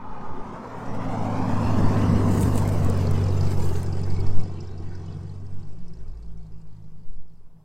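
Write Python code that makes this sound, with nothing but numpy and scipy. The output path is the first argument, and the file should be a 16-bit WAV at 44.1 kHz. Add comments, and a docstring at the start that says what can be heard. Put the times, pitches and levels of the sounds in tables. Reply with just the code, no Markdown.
"""A country road: a big V8 car rolls slowly past the microphone and turns off behind bushes.
Firing tones, uneven lines and pulsed gas noise make the exhaust; shaped noise makes the engine bay and tyre roar.
Bright snaps, mostly grit, and an exhaust leak ticking in firing order are short resonant noise bursts.
A short echo off a near surface colours tyres and leak; gusts push on the microphone over recorder hiss."""
import sys
import numpy as np
from scipy import signal
from scipy.fft import rfft, irfft, next_fast_len
from scipy.io import wavfile
from scipy.ndimage import uniform_filter1d, map_coordinates

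SR = 44100
rng = np.random.default_rng(int(sys.argv[2]) if len(sys.argv) > 2 else 0)


def digitize_waveform(pressure):
    """Quantize a signal to 16-bit integers and store it at the path in sys.argv[1].

    Rows of a 2-D input are taken as channels; values are limited to [-1, 1].
    """
    field = np.atleast_2d(pressure).T
    bounded = np.clip(field, -1, 1)
    quanta = np.round(bounded * 32767).astype(np.int16)
    wavfile.write(sys.argv[1], SR, quanta)


N = 336924
TIME_S = np.arange(N) / SR


def amp(db):
    """Decibels to linear gain."""
    return 10 ** (np.asarray(db) / 20)


def unit(x):
    """Scale to rms 1."""
    return x / np.sqrt(np.mean(x ** 2) + 1e-20)


def along(points, hz):
    """Read (hz, level_db) points on a log frequency axis, practically silent outside."""
    point_hz, level_db = np.transpose(points)
    return np.interp(np.log(hz + 1), np.log(point_hz + 1), level_db, left=-120, right=-120)


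def curves(rows):
    """Automation lanes: one value per sample for each column after the time."""
    time_s, *columns = np.transpose(rows)
    return [np.interp(TIME_S, time_s, column) for column in columns]


def wobble(rate):
    """A smooth random curve with rate knots a second."""
    knots = rng.standard_normal(int(N * rate / SR) + 4)
    return map_coordinates(knots, [np.arange(N) * rate / SR])


def bump(centre_s, half_s):
    """A smooth bell of height 1, down to 1/e at half_s either side."""
    return np.exp(-((TIME_S - centre_s) / half_s) ** 2)


def filtered(x, response):
    """Shape x by a gain that depends on frequency."""
    size = next_fast_len(N + SR // 2)
    return irfft(rfft(x, size) * response(np.fft.rfftfreq(size, 1 / SR)), size)[..., :N]


def rush(spectrum, patchy_db, apart=0., size=512):
    """Coloured noise, mid rms 1, in random gain patches; apart adds stereo width above 2.7 kHz."""
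    grains = signal.stft(rng.standard_normal((2 if apart else 1, N)), nperseg=size)[2]
    # a larger size makes the patches narrower in pitch and longer in time
    patches = uniform_filter1d(rng.standard_normal(grains.shape[1:]), 3 + 1536 // size, 0)
    patches = uniform_filter1d(patches, 5120 // size + 1, 1)
    pair = signal.istft(grains * amp(patchy_db * unit(patches)), nperseg=size)[1][:, :N]

    def colour(hz):
        return amp(along(spectrum, hz)) * [hz > 0, apart * (hz > 2700)][:len(pair)]

    shaped = filtered(pair, colour)
    mid, side = shaped[0], shaped[1:].sum(0)
    return np.array([mid + side, mid - side]) / np.std(mid)


def burst(hz, width_hz, rise_s, t60_s):
    """A short puff of noise rung twice through one resonance, peak 1."""
    t = np.arange(SR // 20) / SR
    puff = rng.standard_normal(len(t)) * (1 - np.exp(-t / rise_s)) * amp(-60 * t / t60_s)
    for _ in range(2):
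        puff = signal.lfilter(*signal.iirpeak(hz, hz / width_hz, SR), puff)
    return puff / np.max(abs(puff))


def aside(spread):
    """Left and right gains of one small event, a little off centre by chance."""
    return 1 + spread * rng.standard_normal() * np.array([[1], [-1]])


# Which side of the car faces us: time_s, side (0 front, 1 flank, 2 rear)
SIDE_SHOWN = [(0, 0.01), (.8, 0.24), (1.3, 0.58), (2.4, 1.11), (3.4, 2.003), (7.64, 1.94)]


def turning(spectra, patchy_db, apart=0., size=512):
    """Noise that crossfades at equal power between its front, flank and rear colours."""
    side, = curves(SIDE_SHOWN)
    total = 0
    for k, spectrum in enumerate(spectra):
        share = np.sqrt(np.clip(1 - abs(side - k), 0, 1))
        total = total + share * rush(spectrum, patchy_db, apart, size)
    return total


LIFT_S, LIFT_TAKES_S = 5.75, 0.33  # the load comes off the engine: middle and length of the fade


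def by_side(front, flank, rear, coasting=None):
    """A value that follows the side shown, and fades to coasting (if given) as the load comes off."""
    value = np.interp(curves(SIDE_SHOWN)[0], np.arange(3), [front, flank, rear])
    if coasting is None:
        return value
    lifted = np.clip((TIME_S - LIFT_S) / LIFT_TAKES_S + .5, 0, 1)
    return value + lifted * (coasting - value)


# Slow push of the wind: time_s, level_db (rms)
WIND_PUSH = [(0, -36), (.4, -33), (.8, -38), (1.15, -24), (2.1, -20), (2.7, -24), (3.7, -23), (4.6, -28),
             (5.3, -38), (5.7, -27), (6.6, -34), (7.3, -34), (7.64, -50)]
# Single strong shoves: centre_s, pressure (full scale, signed), half_s
WIND_SHOVES = [(.125, -0.067, .03), (0.327, 0.078, .035), (.39, -0.072, .025), (4.11, 0.16, 0.04),
               (4.283, 0.26, 0.029), (4.384, -0.46, 0.037), (7.115, -0.12, 0.085), (7.198, 0.15, 0.053)]
# Gusts of faster flutter: centre_s, level_db (above a constant floor), half_s
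WIND_GUSTS = [(0.11, -33.5, 0.023), (0.392, -30.5, 0.032), (1.08, -34.5, .06), (1.832, -20, 0.073),
              (4.251, -28.5, 0.33), (4.872, -29, 0.076), (6.09, -30, 0.063), (7.144, -36.5, 0.077)]


def wind():
    """Moving air presses on the membrane: slow pushes, a few strong shoves, faster flutter in gusts."""
    push = rush([(1.2, -8), (4, 0), (8, -6), (14, -18)], patchy_db=1)
    flutter = rush([(12, 20.0), (22, 5.0), (32, 7), (45, -32), (90, -4.5)], patchy_db=0.5)
    shoves = sum(pressure * bump(centre_s, half_s) for centre_s, pressure, half_s in WIND_SHOVES)
    gusts = amp(-55) + sum(amp(level_db) * bump(centre_s, half_s)
                           for centre_s, level_db, half_s in WIND_GUSTS)
    return amp(curves(WIND_PUSH)[0]) * push + shoves + gusts * flutter


# Colour of the recorder's hiss: pitch_hz, level_db (relative, per Hz)
HISS_FLOOR_COLOUR = [(300, -30), (405, 1), (990, 2.5), (1700, -14), (5500, -19), (12500, -18), (16000, -23)]


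def recorder_hiss():
    """The recorder's faint, wide, steady hiss."""
    return amp(-73.5) * rush(HISS_FLOOR_COLOUR, patchy_db=2.0, apart=0.88)


# Loudness of the car: time_s, hiss_db (tread hiss, also its general loudness), fizz_db (grit fizz)
CAR_LEVELS = [(0, -57, -88), (.25, -53.5, -85), (.82, -51.5, -72.5), (1.2, -47, -69), (1.78, -43.5, -62),
              (2.3, -45.5, -59), (2.5, -46.5, -52), (2.98, -47.5, -61), (3.43, -49, -62.5),
              (3.64, -49.5, -53), (3.94, -54.5, -63.5), (4.21, -53.5, -66), (4.76, -61.5, -82),
              (5.1, -60.5, -78), (5.44, -67, -75.5), (6.9, -77, -91), (7.64, -83.5, -103)]
MIDDLE_DB = -50  # car loudness at which the rumble and roar base levels hold
# Two low hollow resonances, with two fainter peaks coloured by the short echo,
# each before the squared response: pitch_hz, width_hz, level_db
FRONT_PEAKS = [(870, 90, 1.5), (1228, 64, -0.5), (2950, 94, -25), (3400, 150, -26)]
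BAY_CLIMB, CLIMB_S = .13, .6  # share by which the pitch rises, and the time it is half way


def engine_bay():
    """Fan and intake noise rings hollow in the bay, heard from the front, its pitch wavering and climbing."""
    climb = BAY_CLIMB * (1 + np.tanh((TIME_S - CLIMB_S) / .15)) / 2
    pace = 1 + climb + 0.01508 * wobble(7)

    def peaks(hz):
        total = sum(amp(level_db) * hz * width / (centre * centre - hz * hz + 1j * hz * width)
                    for centre, width, level_db in FRONT_PEAKS)
        return total ** 2

    ringing = unit(filtered(rng.standard_normal(N), peaks))
    # reading the noise faster raises its pitch
    moving = map_coordinates(ringing, [np.cumsum(pace)], mode="wrap")
    return amp(curves(CAR_LEVELS)[0] + by_side(13, -24, -42)) * moving


# Engine speed: time_s, rate_hz (firings a second)
FIRING_RATE = [(0.0, 55.5), (0.8, 54.5), (1.45, 52.4), (2.15, 50.4), (2.7, 49.8), (2.9, 47.09),
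               (3.4, 47.68), (3.8, 45.21), (4.3, 48.36), (4.75, 45.4), (5.2, 47.13), (5.62, 48.07),
               (5.82, 54.78), (6.3, 54.45), (6.9, 52.36), (7.64, 52.93)]


def crank():
    """Phase of the firing in radians, one turn a firing, with a slightly unsteady crank."""
    unsteady = .002 * wobble(12)
    firings = np.cumsum(curves(FIRING_RATE)[0] * (1 + unsteady)) / SR
    return 2 * np.pi * (.03 + firings)  # starts .03 into the firing order


def line(angle, level_db, rough_db):
    """A sine whose rms level wavers at random by rough_db."""
    return np.sqrt(2) * amp(level_db + rough_db * wobble(18)) * np.sin(angle + rng.uniform(0, 2 * np.pi))


# Clean tones: time_s, drone_db (twice the firing rate), firing_db (the firing rate)
DRONE_LEVELS = [(0, -53.5, -58), (.65, -51, -54), (1.05, -34.5, -51), (1.45, -29.5, -44),
                (1.85, -24.5, -62), (2.15, -24, -35), (2.6, -24.5, -33), (3.3, -23, -36), (3.9, -28.5, -45),
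                (4.25, -27.5, -33), (4.66, -37, -61), (5.25, -35.5, -51), (5.6, -40, -51),
                (5.9, -48.5, -44), (6.25, -52.5, -39), (6.8, -49.5, -52.5), (7.3, -59.5, -54),
                (7.64, -61.5, -65)]
# Overtones, over the drone: multiple (of the firing rate), front_db, flank_db, rear_db, coasting_db
DRONE_OVERTONES = [(3, -18, -9, -9, -1), (5, 0.5, -14.5, -17.5, -45)]
# Lines of uneven firing between cylinders: multiple (of the firing rate), level_db (over the rumble)
BURBLE_LINES = [(1.5, -18.5)]
# Gas noise colours for front, flank, rear: pitch_hz, level_db (relative, per Hz)
RUMBLE_COLOURS = [
    [(35, -32), (60, -34), (150, -2.5), (259, -3), (307, -22), (360, -33)],
    [(35, -33), (60, -4.5), (145, -4.5), (233, 2), (330, -10), (400, -45)],
    [(35, -32), (60, -7.5), (112, -6), (164, 5), (259, -18.5), (400, -25)],
]
RUMBLE_GROWS, RUMBLE_FOLLOWS = 0.62, 0.12  # dB of rumble for each dB of car loudness, of drone


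def exhaust(phase):
    """Firing tones, lines from uneven cylinders, the silencer's hum, and gas noise puffed once a firing."""
    drone_db, firing_db = curves(DRONE_LEVELS)
    rumble_db = by_side(-38, -26.5, -33.5) + RUMBLE_GROWS * (curves(CAR_LEVELS)[0] - MIDDLE_DB)
    rumble_db = rumble_db + RUMBLE_FOLLOWS * (drone_db - drone_db.mean())

    firing = line(phase, firing_db, rough_db=by_side(.6, .6, .6, 1.5))
    drone = line(2 * phase, drone_db, rough_db=by_side(.78, .78, .78, 3.5))
    overtones = sum(line(multiple * phase, drone_db + by_side(*side_db), rough_db=2.0)
                    for multiple, *side_db in DRONE_OVERTONES)
    burble = sum(line(multiple * phase, rumble_db + level_db, rough_db=7.0)
                 for multiple, level_db in BURBLE_LINES)

    # the hum sits at 3.37 times the firing rate under load, 3.04 when coasting
    hum_hz = curves(FIRING_RATE)[0] * by_side(3.37, 3.37, 3.37, 3.04) + 3 * wobble(16)
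    hum_db = rumble_db + by_side(-9.5, -11, -11, -6)
    hum = line(2 * np.pi * np.cumsum(hum_hz) / SR, hum_db, rough_db=2.5)

    gas = turning(RUMBLE_COLOURS, patchy_db=-1.0) * (1 + 0.24 * np.sin(phase))
    return firing + drone + overtones + burble + hum + amp(rumble_db - 2.5) * gas


# Echo-coloured band of the roar, rising in pitch as the echo delay shortens: time_s, pitch_hz, level_db
ECHO_BAND_SWEEP = [(.8, 600, -53.5), (1, 620, -41.5), (1.25, 739.8, -37), (1.6, 960, -42.5),
                   (2.1, 1000, -51)]


def echo_band():
    """The echo-coloured band of the roar: narrow noise carried on a sine that sweeps upward."""
    band_hz, band_db = curves([(0, 600, -90), *ECHO_BAND_SWEEP, (2.6, 1000, -90)])
    narrow = unit(filtered(rng.standard_normal(N), lambda hz: 1 / (1 + (hz / 150) ** 2)))
    return np.sqrt(2) * amp(band_db) * narrow * np.sin(2 * np.pi * np.cumsum(band_hz) / SR)


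# Roar and hiss colours for front, flank, rear: pitch_hz, level_db (relative, per Hz)
ROAR_COLOURS = [
    [(250, -35), (346, 0.5), (494, -4), (600, -5), (880, 1), (1070, -2), (1240, -6.5), (1800, -28.5),
     (2300, -25)],
    [(250, -37), (300, -3.5), (400, 2.5), (750, -8.5), (1030, -7), (1800, -28.5), (2300, -65)],
    [(250, -3.5), (388, 1.5), (551, -6), (958, -8.5), (1320, -14.5), (1800, -43), (2300, -65)],
]
HISS_COLOURS = [
    [(1100, -10.5), (1500, -7.5), (2750, -20.5), (4000, -27.5), (6300, -33), (8500, -54)],
    [(1100, -30), (1500, 3.5), (2600, -3), (3770, -11), (5400, -7.5), (8500, -16.5), (9500, -17)],
    [(1100, -10), (1500, 11), (1900, 6.5), (2700, 3.5), (3620, 0), (4900, 2), (6200, -2), (7200, -5.5),
     (8800, -8.5), (9800, -20)],
]
# Fizz and its brightest part: pitch_hz, level_db (relative, per Hz)
FIZZ_COLOUR = [(6000, -3), (7200, -1), (8300, 3), (9000, -2), (10000, -12), (11000, -40)]
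BRIGHT_COLOUR = [(9000, -14), (10000, -9.5), (13500, -6), (15200, -16), (16000, -10)]
# Patches of loose grit: centre_s, rise_db (of the fizz), half_s
GRIT_SURGES = [(2.348, 8, 0.054), (2.425, 13, 0.018), (2.578, 5.5, 0.02), (2.737, 4, .025)]
ROAR_GROWS, BRIGHT_GROWS = 1.042, 0.85  # dB for each dB of car loudness
BRIGHT_ENDS_S, BRIGHT_LOSS_DB = 3.92, -8  # the brightest fizz drops away as the car draws off


def tyres(phase):
    """Streaky roar that throbs with the firing, plus tread hiss and fizz that come in clumps."""
    hiss_db, fizz_db = curves(CAR_LEVELS)
    loudness_db = hiss_db - MIDDLE_DB
    roar_db = by_side(-38, -33.5, -36.5, -37) + ROAR_GROWS * loudness_db
    # the brightest part is lost first with distance
    bright_db = fizz_db + by_side(-0.5, -8.5, -3) + BRIGHT_GROWS * loudness_db
    bright_db = bright_db + BRIGHT_LOSS_DB * np.clip((TIME_S - BRIGHT_ENDS_S) / .15 + .5, 0, 1)

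    clumps = wobble(25.12) + 1.28 * wobble(90)
    surge_db = sum(rise_db * bump(centre_s, half_s) for centre_s, rise_db, half_s in GRIT_SURGES)
    bright_db = bright_db + surge_db + 0.95 * clumps + 0.22 * wobble(9)

    roar = amp(roar_db) * turning(ROAR_COLOURS, patchy_db=1.94, size=2048) * (1 + 0.12 * np.sin(phase))
    hiss = amp(hiss_db + 0.63 * clumps) * turning(HISS_COLOURS, patchy_db=2.5, apart=0.32)
    fizz = amp(fizz_db + surge_db + 1.6 * clumps) * rush(FIZZ_COLOUR, patchy_db=3.0, apart=0.27)
    bright = amp(bright_db) * rush(BRIGHT_COLOUR, patchy_db=3.0, apart=0.48)
    return echo_band() + roar + hiss + fizz + bright


# Strength of each cylinder's puff in firing order: level_db (relative), bright_db (bright part over it)
CYLINDER_PUFFS = [(8, -8), (4, -7), (6, -7), (5, -8), (0, -5), (6.5, -2), (-5, -6), (-7, -3)]
# The strongest puffs: start_s, level_db (peak of the main part before panning), pitch_hz
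STRONG_PUFFS = [(3.0677, -35, 4600), (3.238, -38, 5000), (3.3423, -46, 4990), (3.4068, -34.5, 4830),
                (3.572, -44, 5000), (3.688, -41, 4700), (3.754, -42.5, 4400), (3.9237, -39, 4860),
                (3.9923, -44, 4650), (4.0323, -40.5, 4850), (4.1, -40, 4770), (4.202, -42, 4600),
                (4.264, -40.5, 4860), (4.4323, -43, 5120), (4.6034, -42.5, 5230), (4.671, -47, 5200),
                (4.7765, -48.5, 4800), (4.951, -46, 5060), (5.1226, -48, 4670), (5.463, -54, 5200),
                (5.7848, -59, 5090), (5.879, -50.5, 5130), (5.9335, -51.5, 5070), (6.1704, -57, 4920),
                (6.2248, -55, 4610), (7.1277, -61, 4660), (7.2774, -67, 5060)]
# Colour of the spitting gas: pitch_hz, level_db (relative, per Hz)
SPIT_COLOUR = [(2000, 6), (2700, -3), (3600, -40), (4900, -1), (6200, -7), (7200, -1.5), (9000, -32)]
LEAK_WANDERS_DB, PUFF_SCATTER_DB, OTHER_PUFFS_DB = 2, 2, 1  # slow drift, spread and lift of the puffs
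LEAK_HIDDEN_S = 7.36  # from here the leak drops by 12 dB


def leak(phase):
    """Gas spits through a small gap in the pipe at every firing, strongest from behind."""
    out = np.zeros((2, N + SR))
    firing = phase / (2 * np.pi)
    hidden_db = -12 * np.clip((TIME_S - LEAK_HIDDEN_S) / .1, 0, 1)
    leak_db = curves(CAR_LEVELS)[0] + by_side(-30, -16, 0, 2)
    heard = amp(leak_db + LEAK_WANDERS_DB * wobble(2.865) + hidden_db)

    puffs = [(round(start_s * SR), amp(level_db), hz, -10) for start_s, level_db, hz in STRONG_PUFFS]
    strong_at = np.array([puff[0] for puff in puffs])
    for at in np.flatnonzero(np.diff(firing // 1)):
        level_db, bright_db = CYLINDER_PUFFS[int(firing[at + 1]) % len(CYLINDER_PUFFS)]
        gain = heard[at] * amp(level_db + OTHER_PUFFS_DB + PUFF_SCATTER_DB * rng.standard_normal())
        clear = abs(strong_at - at).min() > SR // 90  # silent right beside a strong puff
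        puffs.append((at, gain * clear, rng.normal(4950, 380), bright_db))

    for at, gain, hz, bright_db in puffs:
        puff = burst(hz, 1000, .002, .045)
        puff = puff + amp(bright_db) * burst(rng.normal(7600, 500), 1500, .002, .03)
        out[:, at:][:, :len(puff)] += aside(0.35) * gain * puff

    # a softer spit swells and fades within each firing, its size drawn afresh each time
    size_db = 4 * rng.standard_normal(int(firing[-1]) + 1)[firing.astype(int)]
    within = firing % 1
    gate = within * np.exp(-within / 0.5) * amp(size_db)
    spits = unit(gate) * rush(SPIT_COLOUR, patchy_db=4.5, apart=0.8)
    return out[:, :N] + heard * amp(-11) * spits


# Second path by a near surface: time_s, delay_ms (extra), strength (0-1, before the band colour)
ECHO_PATH = [(0, 2.04, .35), (.35, 2.02, .35), (.7, 1.7, .35), (1.35, 1.28, .55), (1.6, 1.16, .55),
             (1.9, 1.1, .35), (2.2, .98, .3), (2.55, 1.1, .25), (3.2, 2.03, .4), (3.8, 2.55, .35),
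             (4.2, 2.72, .5), (4.65, 2.58, .8), (5.2, 2.72, .75), (5.5, 2.57, .7), (5.9, 2.7, .5),
             (7.64, 2.3, .1)]


def echoed(x):
    """The middle range arrives twice, so bright and dark bands slide as the car moves."""
    delay_ms, strength = curves(ECHO_PATH)
    late = np.arange(N) - delay_ms * SR / 1000
    colour = [(300, 5), (650, -8), (1200, -13), (1900, -1), (3800, 0), (6500, -9)]
    band = filtered(x, lambda hz: amp(along(colour, hz)))
    again = np.array([map_coordinates(channel, [late]) for channel in band])
    return (x + strength * again) / np.sqrt(1 + strength ** 2)


# Bright snaps: grit under the tread, and the last few the crisp edge of exhaust ticks:
# start_s, level_db (peak of the bright part before panning)
BRIGHT_SNAPS = [(0.9485, -48), (1.8081, -44), (2.3953, -37), (2.4093, -29), (2.557, -32), (2.5772, -28),
                (2.677, -32.5), (2.69, -32.5), (2.847, -32.5), (2.8991, -30.5), (2.976, -37),
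                (3.111, -34.5), (3.5087, -39), (3.831, -34.5), (4.016, -41.5), (4.2, -45), (4.4132, -46)]
SMALL_STONES, SMALL_DB, SMALL_SPREAD_DB = 220, 5, 2.5  # count, least level over the fizz, mean extra


def bright_snaps():
    """Each snap cracks in milliseconds, bright and dull at once; small stones fall at random times."""
    out = np.zeros((2, N + SR))
    fizz_db = curves(CAR_LEVELS)[1]
    small = [(at / SR, fizz_db[at] + SMALL_DB + SMALL_SPREAD_DB * rng.exponential())
             for at in rng.integers(N, size=SMALL_STONES)]
    for start_s, level_db in BRIGHT_SNAPS + small:
        dull = burst(rng.normal(8300, 400), 3500, .0004, .011)
        crack = burst(12300, 19000, 0.00022, 0.0063) + amp(rng.normal(-1.4, 0.61)) * dull
        out[:, round(start_s * SR):][:, :len(crack)] += amp(level_db) * aside(0.09) * crack
    return out[:, :N]


# Duller crunches under the near tyre: start_s, level_db (peak)
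TYRE_CRUNCHES = [(1.967, -35), (2.014, -35), (2.4274, -33), (2.577, -35), (3.516, -44), (3.752, -39)]
# Brief pings under the car: start_s, level_db (peak), pitch_hz
CAR_PINGS = [(2.648, -39.5, 2150), (4.183, -45, 2240), (4.583, -52.5, 2720), (5.077, -54, 2980)]


def crunches_and_pings():
    """Dull, broadly tuned crunches and short, nearly pure notes, perhaps stones on the underbody."""
    out = np.zeros(N + SR)
    notes = [(start_s, level_db, burst(hz, 120, .003, .05)) for start_s, level_db, hz in CAR_PINGS]
    notes += [(start_s, level_db, burst(2600, 2000, .002, .035)) for start_s, level_db in TYRE_CRUNCHES]
    for start_s, level_db, note in notes:
        out[round(start_s * SR):][:len(note)] += amp(level_db) * note
    return out[:N]


def scene():
    """Mix the layers; only tyres and leak pass through the echo."""
    phase = crank()
    engine = engine_bay() + exhaust(phase)
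    road = echoed(tyres(phase) + leak(phase))
    return wind() + recorder_hiss() + engine + road + bright_snaps() + crunches_and_pings()


def record(dry):
    """A steep low-pass keeps nothing above the band limit."""
    return filtered(dry, lambda hz: hz < 15950)


dry = scene()
out = record(dry)
digitize_waveform(out)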